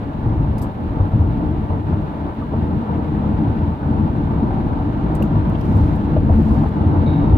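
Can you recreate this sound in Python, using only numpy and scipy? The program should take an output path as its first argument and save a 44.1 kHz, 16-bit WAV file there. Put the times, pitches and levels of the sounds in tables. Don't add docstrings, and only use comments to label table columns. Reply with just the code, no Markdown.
import sys
import numpy as np
from scipy import signal
from scipy.fft import rfft, irfft
from scipy.io import wavfile
from scipy.ndimage import uniform_filter1d

SR = 44100
rng = np.random.default_rng(int(sys.argv[2]) if len(sys.argv) > 2 else 0)


def digitize_waveform(pressure):
    field = np.atleast_2d(pressure).T
    bounded = np.clip(field, -1, 1)
    quanta = np.round(bounded * 32767).astype(np.int16)
    wavfile.write(sys.argv[1], SR, quanta)


N = 325017
TIME = np.arange(N) / SR
FREQ = np.maximum(np.arange(N // 2 + 1) * SR / N, 1)


def from_db(db):
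    return 10 ** (np.asarray(db) / 20)


def pan(left_db):
    return from_db([[left_db], [-left_db]])


def rms_one(x):
    return x / np.sqrt(np.mean(np.atleast_2d(x).mean(axis=0) ** 2) + 1e-20)


def over_time(points):
    return np.interp(TIME, *np.transpose(points))


def over_hz(points):
    hz, value = np.transpose(points)
    return np.interp(np.log(FREQ), np.log(hz), value)


def colour_db(colour):
    octaves = np.log2(FREQ / np.clip(FREQ, colour[0][0], colour[-1][0]))
    return over_hz(colour) - 24 * np.abs(octaves)


def bell(hz, width_hz):
    return 1 / (1 + (2 * (FREQ - hz) / width_hz) ** 2)


def drift(rate_hz):
    return rms_one(irfft(rfft(rng.standard_normal(N)) / (1 + (FREQ / rate_hz) ** 2), N))


def swell(s, length_s):
    return np.exp(-np.pi * ((TIME - s) / length_s) ** 2 / 2)


def swells(rows):
    return sum(from_db(db) * swell(s, length_s) for s, length_s, db in rows)


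def dying(s, fade_s, rise_s):
    out = np.zeros(N)
    live = slice(int(s * SR) + 1, int((s + 2 * fade_s) * SR))
    age = TIME[live] - s
    out[live] = (1 - np.exp(-age / rise_s)) * np.exp(-np.log(1000) * age / fade_s)
    return out


def ring(s, hz, fade_s, rise_s):
    out = dying(s, fade_s, rise_s)
    live = out > 0
    out[live] *= np.sin(2 * np.pi * hz * (TIME[live] - s))
    return out


def steadied(x, span_s):
    size = max(int(span_s * SR), 1)
    power = uniform_filter1d(uniform_filter1d(x.mean(axis=0) ** 2, size), size)
    return x / np.sqrt(power + 1e-12)


def grit(hits_per_s, spread_db):
    sizes = from_db(spread_db * np.minimum(rng.exponential(1, (2, N)), 3))
    signs = rng.choice([-1, 1], (2, N))
    hits = rng.random((2, N)) < hits_per_s / SR
    return rfft(sizes * signs * hits)


# pitch_hz, width_hz, boost_db
CABIN_RESONANCES = [(41.4, 3.9, 1), (58.6, 8.6, 8.5), (81.8, 10, 13), (106.9, 11, 6), (154.1, 33, 8),
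                    (210.8, 4.9, 8.5), (231.6, 16, 5), (283.3, 10, 9.5), (307.5, 12, 6), (449, 23, 3.5),
                    (615, 99, 3.5), (771, 18, 6), (879, 48, 6), (973, 68, 6), (2805, 140, 3)]
# pitch_hz, likeness_0_to_1
LIKENESS = [(30, 1), (100, 0.95), (170, 0.92), (300, 0.93), (390, 0.3), (460, 0.84), (520, 1), (620, 0.3),
            (780, 0.87), (920, 0.8), (1150, 0.03), (1500, 0.8), (2200, 0.6), (2800, 0), (4000, 0.1),
            (8000, 0)]
# pitch_hz, left_minus_right_db
BALANCE = [(40, .6), (90, 2.3), (170, 2.3), (300, .8), (500, -.7), (1100, .6), (2000, 0), (3000, -3),
           (4300, -6.5), (6000, -3), (9000, 0), (15000, 1)]

def cabin_noise(colour, lag_s=0.00044, lag_from_hz=850):
    boost_db = sum(db * bell(hz, width) for hz, width, db in CABIN_RESONANCES)
    gain = from_db(colour_db(colour) + boost_db)
    alike = np.clip(over_hz(LIKENESS), 0, 1)
    mid, side = rfft(rng.standard_normal((2, N)))
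    sides = np.array([[1], [-1]])
    stereo = np.sqrt(1 + alike) * mid + np.sqrt(1 - alike) * side * sides
    delay_s = lag_s / (1 + (lag_from_hz / FREQ) ** 12)
    left_first = np.exp(1j * np.pi * FREQ * delay_s * sides)
    balance = from_db(sides * over_hz(BALANCE) / 2)
    return rms_one(irfft(stereo * left_first * gain * balance, N))


# time_s, above_usual_db
ROUGHNESS = [(.2, -8), (.3, -1), (.58, -4.5), (.72, -5.5), (.95, -5.5), (1.2, -1), (1.98, -3),
             (2.12, -11.5), (2.45, -5.5), (2.58, -2), (3.1, -2.5), (3.42, 0.5), (4.02, 0), (5.05, -3),
             (5.78, 4), (6.0, -2), (6.35, 2.5), (7.37, 4)]

def road_gain(trend, extra_db):
    start_db, rise_db_per_s, roughness_share = trend
    return from_db(start_db + rise_db_per_s * TIME + roughness_share * over_time(ROUGHNESS) + extra_db)


# middle_s, length_s, rumble_dip_db, roar_dip_db
SMOOTH_PATCHES = [(0.129, 0.02, 9, -1), (0.74, 0.04, 7.5, 3), (1.103, 0.014, 14, 4.5),
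                  (1.675, 0.023, 8, 1.5), (1.834, 0.042, 4, 5.5), (2.353, 0.029, 9, 3),
                  (2.473, 0.063, 5, 4), (2.858, 0.033, 11, 1), (3.779, 0.069, 7.5, 5.5),
                  (5.599, 0.042, 5.5, 2.5), (6.227, 0.07, 0, 4.5), (6.46, 0.1, 3, 3.5),
                  (6.714, 0.063, 6.5, 4.5)]

def patch_dips():
    return sum(np.outer([rumble_db, roar_db], swell(s, length_s))
               for s, length_s, rumble_db, roar_db in SMOOTH_PATCHES)


# time_s, level_db
ROCKING = [(.08, -33), (.3, -24.5), (.8, -30), (1.28, -25.5), (1.7, -29.5), (2.25, -34.5), (2.85, -35.5),
           (3.08, -33), (4.8, -28), (5.5, -24.5), (6.05, -28.5), (6.36, -19), (6.8, -30.5), (7.37, -24.5)]
# pitch_hz, level_db
ROCKING_COLOUR = [(15, -32), (25, -19), (32, -8), (41, -6), (50, -5.5), (62, -12.5)]
BOOM_COLOUR = [(46, -7), (58, -4.5), (85, 0), (125, 2), (165, -2.5), (195, -14.5), (260, -50)]
DRONE_COLOUR = [(130, -20.5), (180, -0.5), (215, -1), (250, -3), (300, -2.5), (345, -4), (390, -9.5),
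                (520, -56)]
# start_db, rise_db_per_s, roughness_share
BOOM_TREND = (-20, 0, 0.8)
DRONE_TREND = (-24, 0.47, .45)

def road_rumble(flutter_db=1.0):
    dip_db, _ = patch_dips()
    surface_db = flutter_db * drift(rate_hz=22) - dip_db
    rocking = from_db(over_time(ROCKING) - dip_db) * steadied(cabin_noise(ROCKING_COLOUR), span_s=0.49)
    boom = road_gain(BOOM_TREND, surface_db) * steadied(cabin_noise(BOOM_COLOUR), span_s=0.15)
    drone = road_gain(DRONE_TREND, surface_db) * steadied(cabin_noise(DRONE_COLOUR), span_s=0.12)
    return rocking + boom + drone


# pitch_hz, level_db
ROAR_COLOUR = [(280, -28), (390, -1.5), (460, 1), (530, -4), (650, -1.5), (760, -4), (900, -2.5),
               (1100, -7), (1400, -11.5), (1800, -34), (3000, -60)]
# start_db, rise_db_per_s, roughness_share
ROAR_TREND = (-34, 0.42, 0.12)

def tyre_roar(flutter_db=1.07):
    _, dip_db = patch_dips()
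    gain = road_gain(ROAR_TREND, flutter_db * drift(rate_hz=7) - dip_db)
    return gain * steadied(cabin_noise(ROAR_COLOUR), span_s=0.11)


# pitch_hz, level_db
AIR_COLOUR = [(1000, -7), (1500, 4), (2000, -6), (2800, -10), (3300, -13), (3800, -14), (4600, -22),
              (5500, -29), (7000, -34), (10000, -42), (16000, -56.5)]
HISS_COLOUR = [(3000, -16.5), (6000, -4.5), (8000, -1), (9500, -3.5), (11000, 1), (12200, 3.5), (13500, -1),
               (16000, -2)]
# start_db, rise_db_per_s, roughness_share
AIR_TREND = (-49.5, 0.45, .02)

def air_rush(flutter_db=0.85, dip_share=0.4, hiss_db=-73):
    _, dip_db = patch_dips()
    gain = road_gain(AIR_TREND, flutter_db * drift(rate_hz=47) - dip_share * dip_db)
    return gain * cabin_noise(AIR_COLOUR) + from_db(hiss_db) * cabin_noise(HISS_COLOUR)


def with_repeat(hits, delay_s=0.13, repeat_db=-12.5):
    return hits + from_db(repeat_db) * np.interp(TIME - delay_s, TIME, hits, left=0)


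# start_s, thump_db, pitch_hz, slap_db
SEAMS = [(0.26, -3, 111, -30), (.392, -8, 139, -41), (0.475, -7, 76, -45), (.992, -2.5, 95, -27),
         (1.134, 0.5, 108.6, -42), (1.192, -5, 83.5, -45), (1.701, -8, 86, -25), (1.925, -7, 96.3, -30),
         (2.536, -10, 102.6, -27), (2.565, -11, 91.5, -40), (2.899, -16.5, 97.6, -34),
         (3.489, -16.5, 87, -39), (3.826, -10.5, 133.5, -32), (3.98, -15, 89.7, -43.5),
         (4.42, -8.5, 216.8, -52), (5.211, -7.5, 213.5, -34), (5.346, -5, 103.5, -44),
         (5.465, -27, 172, -43), (5.745, -1.5, 95, -40), (5.802, -5.5, 76.6, -45), (5.837, -18, 111, -34),
         (6.163, -5, 83.7, -30.5), (6.303, -2, 80.3, -34.5), (6.343, -2.5, 57, -42), (6.399, -3, 208, -33),
         (6.506, -2, 65.7, -27.5), (6.554, -12.5, 114, -28), (6.635, -20, 125, -24),
         (6.86, -2.5, 92.6, -41), (6.956, -13, 91, -32), (7.097, -11, 84, -46), (7.324, 1.5, 92.5, -26)]

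def seam_thumps(fade_s=0.21, cabin_db=-10.5, db_per_octave=-8.0):
    thumps, slaps = np.zeros(N), np.zeros(N)
    for s, db, thump_hz, slap_db in SEAMS:
        slaps += from_db(slap_db) * dying(s, fade_s=0.11, rise_s=0.00046)
        thumps += from_db(db) * ring(s, thump_hz, fade_s, rise_s=0.008)
        for k, (hz, _, _) in enumerate(CABIN_RESONANCES[:9]):
            octaves_away = abs(np.log2(hz / thump_hz))
            ring_db = db + cabin_db + db_per_octave * octaves_away + rng.normal(0, 0.9)
            thumps += (-1) ** k * from_db(ring_db) * ring(s, hz, fade_s, rise_s=0.012)
    return with_repeat(thumps) * pan(left_db=1) + with_repeat(slaps) * cabin_noise(ROAR_COLOUR)


# pitch_hz, level_db
PLASTIC_COLOUR = [(2500, -20), (3800, -3.5), (5000, -3.5), (9000, -5), (13000, -0.5), (16000, -6)]
# pitch_hz, width_hz, boost_db
TRIM_RESONANCES = [(4850, 160, 8), (5800, 120, 1), (6280, 150, 3), (7580, 250, 4.5), (8200, 300, 1.5),
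                   (12500, 300, 2)]
# start_s, level_db, peak_hz, peak_width_hz, fade_s
TICKS = [(.5702, -60, 15000, 2500, .015), (.5812, -48, 10300, 700, 0.07), (.5865, -56, 5300, 1400, 0.045),
         (0.6165, -44, 12600, 500, .075), (0.6245, -47, 8400, 1200, 0.046), (.638, -58, 8200, 900, .09),
         (4.164, -58, 9400, 4000, 0.012), (5.1225, -61, 14000, 3000, .02), (5.151, -45, 8600, 3200, 0.058),
         (5.2247, -41, 12200, 1200, 0.028), (5.227, -54, 6600, 400, .08), (5.252, -63, 6200, 300, .09),
         (5.4975, -51, 10000, 4000, 0.014), (5.6098, -52, 5470, 2500, 0.048), (5.653, -57, 6000, 2500, .03),
         (5.7693, -51, 9000, 4000, .02), (5.96, -52, 10000, 4000, 0.017), (6.4274, -54, 13100, 4000, 0.016),
         (6.6888, -56.5, 9500, 4000, .015)]

def trim_ticks(peak_db=10.5, crack_db=5.0):
    out = np.zeros((2, N))
    trim_db = colour_db(PLASTIC_COLOUR) + sum(db * bell(hz, width) for hz, width, db in TRIM_RESONANCES)
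    white = rfft(rng.standard_normal((2, N)))
    for s, db, hz, width_hz, fade_s in TICKS:
        noise = rms_one(irfft(white * from_db(trim_db + peak_db * bell(hz, width_hz)), N))
        crack = from_db(crack_db) * dying(s, fade_s=0.0047, rise_s=0.0002)
        scatter = dying(s, fade_s, rise_s=0.0015)
        out += from_db(db) * noise * (crack + scatter)
    return out


# start_s, end_s, pitch_hz, level_db
WHINES = [(.66, 1.55, 11655, -83), (1.6, 2.85, 11235, -82.5), (4.4, 4.92, 11660, -83.5),
          (5.85, 6.6, 11650, -83), (7.05, 7.37, 11660, -86)]

def electronic_whine(waver_hz=9):
    out = np.zeros(N)
    waver_cycles = waver_hz * np.cumsum(drift(rate_hz=20)) / SR
    for start_s, end_s, hz, db in WHINES:
        tone = np.sqrt(2) * np.sin(2 * np.pi * (hz * TIME + waver_cycles))
        out += from_db(db) * tone * (TIME > start_s) * (TIME < end_s)
    return out


# middle_s, length_s, level_db, pitch_hz
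HUMS = [(1.451, .27, -30.5, 295), (2.951, 0.46, -39, 467), (3.699, 2.2, -44.5, 885), (4.552, .12, -38, 770),
        (6.253, .19, -35, 477), (7.1, .35, -40.5, 487)]

def panel_hums(width_share=0.18):
    out = np.zeros((2, N))
    for s, length_s, db, hz in HUMS:
        spectrum = rfft(cabin_noise([(hz, 0)]))
        band = irfft(spectrum * np.sqrt(bell(hz, width_share * hz)), N)
        out += from_db(db) * swell(s, length_s) * steadied(band, span_s=0.092)
    return out


# start_s, level_db, pitch_hz
KNOCKS = [(1.400, -27, 627), (2.42, -28, 1156), (2.535, -28, 610), (3.829, -35, 1460), (4.504, -22, 758),
          (5.208, -20, 533), (6.163, -11, 604), (6.294, -16.5, 644), (6.635, -22, 730), (6.655, -22.5, 800)]

def trim_knocks(scatter_db=-14.0):
    direct, scatter = np.zeros(N), np.zeros(N)
    for s, db, hz in KNOCKS:
        scatter += from_db(db + scatter_db) * dying(s, fade_s=0.1, rise_s=0.0021)
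        for pitch_ratio, share in ((1, 1), (1.1, -0.45), (0.87, 0.4)):
            direct += from_db(db) * share * ring(s, hz * pitch_ratio, fade_s=0.067, rise_s=0.0019)
    return direct + scatter * cabin_noise(ROAR_COLOUR)


# middle_s, length_s, level_db
TYRE_HUMS = [(2.72, 0.51, -27), (3.399, 0.25, -25.5), (3.99, 0.19, -23.5), (6.411, 0.16, -16.5),
             (6.624, 0.11, -22.5)]

def tyre_air_hum(pitch_hz=215.4, width_hz=28):
    white = rfft(rng.standard_normal((1, N)))
    hum = rms_one(irfft(white * bell(pitch_hz, width_hz), N))
    return swells(TYRE_HUMS) * steadied(hum, span_s=0.018) * pan(left_db=1.3)


# start_s, level_db, pitch_hz, fade_s
SNAPS = [(5.2238, -25, 2770, 0.02)]

def catch_snap():
    snap = sum(from_db(db) * ring(s, hz, fade_s, rise_s=0.00081) for s, db, hz, fade_s in SNAPS)
    return snap * pan(left_db=-2)


# middle_s, length_s, level_db
CHATTERS = [(5.556, 0.016, -50), (5.614, 0.014, -54), (6.166, 0.013, -51)]

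def catch_chatter(pitch_hz=2950, width_hz=1100):
    taps = grit(hits_per_s=1500, spread_db=0)
    buzz = rms_one(irfft(taps * bell(pitch_hz, width_hz), N))
    return swells(CHATTERS) * buzz * pan(left_db=-1)


# middle_s, length_s, rustle_db
JOINTS = [(5.777, .3, -66.5), (6.5, 0.25, -65.5)]
# pitch_hz, level_db
RASP_COLOUR = [(1800, 2), (3400, -0.5), (4600, -2), (6000, -11), (8000, -14)]

def joint_rasp_and_rustle(peak_db=4.5, rasp_above_rustle_db=6.5):
    plastic = from_db(colour_db(PLASTIC_COLOUR) + peak_db * bell(hz=7000, width_hz=3000))
    rustle = irfft(grit(hits_per_s=3000, spread_db=4) * plastic, N)
    rasp = irfft(grit(hits_per_s=1300, spread_db=4) * from_db(colour_db(RASP_COLOUR)), N)
    return swells(JOINTS) * (rms_one(rustle) + from_db(rasp_above_rustle_db) * rms_one(rasp))


# start_s, level_db, fade_share, tilt_db_per_octave
CLINKS = [(7.014, -47, .12, -13), (7.06, -48.7, 1, 0)]
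# pitch_hz, level_db, fade_s
METAL_TONES = [(2215, -4, .5), (2265, 0, .8), (3450, -9, .43), (3644, -8, 1.1), (3700, -6, .6),
               (3763, -2.5, .9), (3812, -.5, .7), (3946, -10, 1.0), (4113, -6, .3), (4447, -13, .5)]

def metal_clink(buzz_db=-4.0, buzz_width_hz=100, buzz_fade_s=0.7):
    out = np.zeros((2, N))
    white = rfft(rng.standard_normal((2, N)))
    lowest_hz = METAL_TONES[0][0]
    for s, db, fade_share, tilt_db in CLINKS:
        tones, buzz_shape = np.zeros(N), np.zeros_like(FREQ)
        for hz, tone_db, fade_s in METAL_TONES:
            gain = from_db(tone_db + tilt_db * np.log2(hz / lowest_hz))
            tones += rng.choice([-1, 1]) * gain * ring(s, hz, fade_s * fade_share, rise_s=0.002)
            buzz_shape += gain * bell(hz, buzz_width_hz)
        buzz = rms_one(irfft(white * buzz_shape, N)) * dying(s, buzz_fade_s * fade_share, rise_s=0.0025)
        out += from_db(db) * (tones + from_db(buzz_db) * buzz)
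    return out


def scene():
    driving = road_rumble() + tyre_air_hum() + panel_hums() + tyre_roar() + air_rush() + seam_thumps()
    rattles = trim_knocks() + catch_snap() + trim_ticks() + joint_rasp_and_rustle() + catch_chatter()
    return driving + rattles + metal_clink() + electronic_whine()


def record(dry, ceiling=0.85, cutoff_hz=15800):
    rounded = dry / (1 + (dry / ceiling) ** 6) ** (1 / 6)
    low_pass = signal.ellip(10, 0.1, 80, cutoff_hz, fs=SR, output="sos")
    return signal.sosfilt(low_pass, rounded)


dry = scene()
out = record(dry)
digitize_waveform(out)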